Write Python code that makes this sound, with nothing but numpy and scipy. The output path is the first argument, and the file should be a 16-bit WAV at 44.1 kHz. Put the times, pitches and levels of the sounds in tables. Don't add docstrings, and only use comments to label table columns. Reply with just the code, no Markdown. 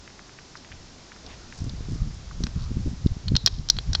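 import sys
import numpy as np
from scipy import signal
from scipy.fft import rfft, irfft, next_fast_len
from scipy.io import wavfile
from scipy.ndimage import uniform_filter1d, minimum_filter1d

SR = 44100
rng = np.random.default_rng(int(sys.argv[2]) if len(sys.argv) > 2 else 0)


def dump_mix(stems):
    frames = np.atleast_2d(stems).T
    limited = np.clip(frames, -1, 1)
    pcm = np.round(limited * 32767).astype(np.int16)
    wavfile.write(sys.argv[1], SR, pcm)


N = 176400


def amp(db):
    return 10 ** (np.asarray(db) / 20)


def unit(x):
    return x / np.sqrt(np.mean(x ** 2) + 1e-20)


def add(mix, s, sound):
    part = mix[max(round(s * SR), 0):][:len(sound)]
    part += sound[:len(part)]


def curve(points):
    return np.interp(np.arange(N) / SR, *np.transpose(points))


def noise(spectrum):
    knots_hz, db = np.transpose(spectrum)
    hz = np.fft.rfftfreq(N, 1 / SR)
    gain = amp(np.interp(np.log(hz + 1), np.log(knots_hz), db)) * (hz > 0)
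    return unit(irfft(rfft(rng.standard_normal(N)) * gain, N))


def hump(hz, centre_hz, octaves):
    return np.exp(-.5 * (np.log2((hz + 1) / centre_hz) / octaves) ** 2)


def band(x, centre_hz, octaves):
    size = next_fast_len(len(x) + 2048)
    log_gain = np.log(hump(abs(np.fft.fftfreq(size, 1 / SR)), centre_hz, octaves) + 1e-3)
    response = np.exp(np.conj(signal.hilbert(log_gain)))
    return np.fft.ifft(np.fft.fft(x, size) * response).real[:len(x)]


def contact(rattle, fade_s):
    t = np.arange(2048) / SR
    onset = 1 - np.exp(-(t / 0.00094) ** 2)
    chatter = rng.standard_normal(len(t)) * np.exp(-t / fade_s) * onset
    return (t == 0) + rattle * chatter / np.linalg.norm(chatter)


def impacts(rows, octaves, rattle, fade_s):
    out = np.zeros(N)
    for s, db, hz in rows:
        tick = band(contact(rattle, fade_s), hz, octaves)
        add(out, s, amp(db) * tick / abs(tick).max())
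    return signal.sosfilt(signal.butter(4, 850, "high", fs=SR, output="sos"), out)


def grains(length_s, per_s, hz, octaves, spread_db=3):
    chance, size, sign = rng.random((3, SR))[:, :int(length_s * SR)]
    impulses = (chance < per_s / SR) * np.sign(sign - .5) * amp(-spread_db * np.log(size + 0.0057))
    swell = np.sin(np.linspace(0, np.pi, len(impulses)))
    return unit(band(impulses, hz, octaves) * swell)


def eddies(spectrum, steady_s):
    pressure = noise(spectrum)
    power = uniform_filter1d(pressure ** 2, int(steady_s * SR))
    return unit(pressure / np.sqrt(power + 0.15))


# frequency_hz, relative_density_db
HISS_SPECTRUM = [(15, -45.5), (25, -10.5), (55, -20.5), (110, -10.5), (160, -6.5), (280, -5.5), (500, -13),
                 (760, -13.5), (1070, -15.5), (1850, -18.5), (2850, -20), (4200, -17), (5300, -15.5),
                 (6900, -20), (7550, -25), (7950, -38.5), (8500, -39), (9500, -77)]
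# time_s, relative_level_db
HISS_LEVEL = [(0, -1.5), (1.1, -1), (1.6, 0), (2.3, -1), (2.9, -1), (3.2, -1.5), (3.55, -3), (4, 0)]


def hiss(level_db=-48):
    return noise(HISS_SPECTRUM) * amp(level_db + curve(HISS_LEVEL))


# frequency_hz, relative_density_db
BUFFET_SPECTRUM = [(12, -2.5), (33, 4.5), (65, 5), (125, -1.5), (190, -11), (280, -29.5), (420, -46.5),
                   (700, -54), (1500, -95.5)]
# time_s, relative_level_db
BUFFET_LEVEL = [(0.0, -44.5), (0.03, -53.5), (0.68, -54.5), (0.72, -43), (1.1, -56), (1.28, -44),
                (1.56, -48), (1.61, -31.5), (1.87, -33.5), (1.88, -36), (1.93, -24), (1.98, -35),
                (2.02, -25.5), (2.23, -42), (2.26, -35), (2.33, -37), (2.44, -25), (2.52, -38.5),
                (2.56, -26.5), (2.68, -29.5), (2.77, -29), (2.78, -30), (2.88, -27), (2.96, -37.5),
                (3.04, -34), (3.05, -20), (3.06, -41), (3.1, -33), (3.12, -21.5), (3.15, -51), (3.16, -38),
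                (3.23, -43), (3.26, -26.5), (3.35, -20.5), (3.4, -43), (3.45, -27), (3.49, -40.5),
                (3.54, -25.5), (3.56, -34.5), (3.59, -33.5), (3.69, -39.5), (3.77, -25), (3.83, -39.5),
                (3.9, -20.5), (3.98, -36), (4.0, -17.5)]


def wind_buffet(gain_db=-1.5):
    return amp(curve(BUFFET_LEVEL) + gain_db) * eddies(BUFFET_SPECTRUM, steady_s=0.032)


# start_s, unfiltered_peak_db, pitch_hz
GRIT_TICKS = [(0.0768, -31.5, 1740), (.1025, -38, 1690), (0.1932, -31.5, 1510), (0.294, -35.5, 1700),
              (0.3879, -31, 1770), (0.5542, -27.5, 1300), (.6475, -35, 1980), (0.7181, -31.5, 1860),
              (.724, -30, 2520), (1.119, -30, 1580), (1.163, -36.5, 1500), (1.525, -29, 1770),
              (1.8552, -39, 1140), (2.3113, -32, 1130)]


def grit_ticks():
    return impacts(GRIT_TICKS, octaves=0.51, rattle=0.46, fade_s=0.0066)


# start_s, length_s, level_db, centre_hz
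LITTER_CRACKLES = [(0.529, 0.087, -55, 4740), (1.518, 0.11, -55, 5330), (1.878, 0.1, -56, 5400),
                   (2.539, 0.15, -54, 4570), (2.705, 0.3, -63.5, 5500), (3.5, 0.08, -53, 4300)]


def litter_crackles():
    out = np.zeros(N)
    for s, length_s, db, hz in LITTER_CRACKLES:
        add(out, s, amp(db) * grains(length_s, per_s=310, hz=hz, octaves=0.33))
    return out


# start_s, length_s, level_db, centre_hz, width_octaves
RUSTLES = [(1.198, 0.2, -54, 470, 0.93), (1.258, 0.11, -53.5, 2200, 0.74), (1.35, 0.18, -63, 1400, 0.096),
           (1.921, 0.21, -62, 1230, 0.073), (2.38, 0.12, -57, 5560, 0.3), (2.52, 0.19, -58, 1225, 0.29)]


def rustles():
    out = np.zeros(N)
    for s, length_s, db, hz, octaves in RUSTLES:
        add(out, s, amp(db) * grains(length_s, per_s=2500, hz=hz, octaves=octaves))
    return out


# start_s, unfiltered_peak_db, pitch_hz
LITTER_SNAPS = [(1.264, -31, 4200), (1.579, -37, 5700), (1.642, -32.5, 5700), (1.695, -26.5, 4340),
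                (2.144, -37.5, 6200), (3.063, -32.5, 5500), (3.069, -29.5, 3820), (3.587, -33.5, 4200)]


def litter_snaps():
    return impacts(LITTER_SNAPS, octaves=0.32, rattle=0.99, fade_s=0.003)


# centre_s, signed_peak_pressure, pitch_hz
WIND_POPS = [(1.6205, -0.13, 147), (1.644, 0.059, 197), (1.667, 0.084, 188), (1.675, 0.1, 140),
             (1.737, 0.073, 160), (1.808, -0.05, 240), (1.887, 0.081, 210), (1.9208, 0.092, 199),
             (1.959, 0.084, 200), (2.021, -0.3, 91), (2.407, 0.087, 254), (2.441, 0.19, 167),
             (2.565, 0.13, 138), (2.771, 0.22, 172), (2.863, -0.14, 216), (2.877, -0.18, 204),
             (3.063, 0.66, 182), (3.12, -0.086, 100), (3.169, 0.076, 161), (3.261, 0.12, 74.4),
             (3.278, 0.12, 90.5), (3.3204, 0.22, 242), (3.336, 0.17, 160), (3.346, 0.097, 120),
             (3.3546, -0.24, 130), (3.445, 0.11, 116), (3.597, -0.14, 88), (3.894, -0.12, 87)]


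def wind_pops(suction=0.15):
    out, t = np.zeros(N), np.arange(-.03, .03, 1 / SR)
    for s, peak, hz in WIND_POPS:
        phase_squared = (np.pi * hz * t) ** 2
        push = (1 + suction) * np.exp(-2.04 * phase_squared)
        pull = suction * np.exp(-0.057 * phase_squared)
        add(out, s + t[0], peak * (push - pull))
    return out


# frequency_hz, relative_density_db
GUST_SPECTRUM = [(60, -15.5), (130, 2.5), (220, -0.5), (310, -14.5), (450, -26.5), (700, -41.5),
                 (1500, -66)]
# start_s, length_s, level_db
WIND_GUSTS = [(1.65, 0.043, -39), (1.872, 0.099, -36), (2.025, 0.078, -37), (2.389, 0.098, -33.5),
              (2.564, 0.019, -31), (2.705, 0.016, -25.5), (2.749, 0.072, -32.5), (2.854, 0.042, -26),
              (2.907, 0.042, -35), (3.301, 0.063, -30), (3.574, 0.044, -39), (3.884, 0.062, -36)]


def wind_gusts():
    out, pressure = np.zeros(N), eddies(GUST_SPECTRUM, steady_s=0.028)
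    for s, length_s, db in WIND_GUSTS:
        flurry = pressure[int(s * SR):][:int(length_s * SR)]
        add(out, s, amp(db) * flurry * signal.windows.tukey(len(flurry), .5))
    return out


# start_s, strength_db, brightest_hz, width_octaves, rattle_ratio, body_db
CASE_CLICKS = [(2.4373, -4, 4600, 0.38, .6, 3.5), (2.468, -10.5, 5500, 0.59, .4, 16.5),
               (3.2819, -3.5, 4000, .22, 1.2, 1), (3.354, -0.5, 3900, .3, .33, 8),
               (3.3647, 9, 4500, 0.4, .7, -1.5), (3.4618, 13.5, 5300, 0.3, .15, -4.5),
               (3.4654, 3.5, 4700, 0.27, .8, -7), (3.4734, 5, 3800, .3, .4, 7),
               (3.4761, 1, 4700, 0.62, 1, 5.5), (3.6879, -3.5, 5300, 0.55, .3, -1.5),
               (3.699, 0, 4900, 0.31, .4, 5.5), (3.7004, 15.5, 4950, 0.28, .25, -7.5),
               (3.7037, -5, 4900, 0.32, .7, -5), (3.767, -12.5, 3880, .35, .79, 6),
               (3.7872, -1, 3600, 0.28, .29, 5.5), (3.9318, -1.5, 5500, 0.52, .88, 2.5),
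               (3.946, -12, 3800, 0.4, 1.2, -13), (3.9503, 7, 3700, .45, .9, 5.5)]
# pitch_hz, relative_level_db, t60_s
SHELL_MODES = [(3390, -3, .01), (3880, -3, .007), (4246, 6.5, 0.0053), (5006, 6, 0.0039),
               (5470, 7.5, 0.0039), (6250, -1, 0.0055), (6850, -6.5, .004)]
# pitch_hz, relative_level_db, t60_s
BODY_MODES = [(407, -49, 0.15), (590, -27, 0.0046), (840, -27, 0.0047), (1200, -24, 0.0049),
              (1537, -21, 0.0095), (1940, -22.5, 0.0063), (2534, -21, 0.0068)]


def case_clicks(detune=0.015, rise_s=0.00033, top_hz=7500):
    out, t = np.zeros(N), np.arange(4096) / SR
    onset = 1 - np.exp(-(t / rise_s) ** 2)
    for s, db, bright_hz, octaves, rattle, body_db in CASE_CLICKS:
        phase_per_hz = 2 * np.pi * t * (1 + detune * rng.uniform(-1, 1))
        shell = sum(hump(hz, bright_hz, octaves) * amp(mode_db - 60 * t / t60) * np.sin(hz * phase_per_hz)
                    for hz, mode_db, t60 in SHELL_MODES)
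        body = sum(amp(body_db + mode_db - 60 * t / t60) * np.cos(hz * phase_per_hz)
                   for hz, mode_db, t60 in BODY_MODES)
        click = signal.fftconvolve(contact(rattle, fade_s=0.0026), shell * onset + body)
        add(out, s, amp(db) * click / np.linalg.norm(click))
    return signal.sosfilt(signal.butter(12, top_hz, fs=SR, output="sos"), out)


def echo(x, relative_db=-29, t60_s=0.8):
    t = np.arange(SR // 2) / SR
    tail = band(rng.standard_normal(len(t)), centre_hz=4700, octaves=0.56) * amp(-60 * t / t60_s)
    return amp(relative_db) * np.std(x) * unit(signal.fftconvolve(x, tail)[:N])


# start_s, level_db, pitch_hz, linewidth_hz, t60_s
RING_TONES = [(3.367, -42, 3930, 450, 0.39), (3.702, -45, 3940, 12, 0.19)]


def rings():
    out, t = np.zeros(N), np.arange(SR // 2) / SR
    for s, db, hz, width_hz, t60 in RING_TONES:
        drift = np.cumsum(rng.standard_normal(len(t))) * np.sqrt(2 * np.pi * width_hz / SR)
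        ring = band(np.sin(2 * np.pi * hz * t + drift), hz, octaves=0.3)
        add(out, s, unit(ring) * amp(db - 60 * t / t60))
    return out


def scene():
    clicks = case_clicks()
    air = hiss() + wind_buffet() + wind_gusts() + wind_pops()
    ground = grit_ticks() + litter_snaps() + rustles() + litter_crackles()
    return (air + ground + clicks + echo(clicks) + rings())[None]


def lowpass(x, hz):
    return signal.oaconvolve(x, signal.firwin(255, hz, window=("kaiser", 8), fs=SR), "same")


def record(dry, threshold=1.227, window_s=0.0012):
    mic, size = lowpass(dry[0], hz=8750), int(window_s * SR)
    needed_gain = threshold / np.maximum(abs(mic), threshold)
    gain = uniform_filter1d(minimum_filter1d(needed_gain, size), size)
    clipped = np.clip(mic * gain, -1, 1)
    return lowpass(clipped, hz=16000)[None]


dry = scene()
out = record(dry)
dump_mix(out)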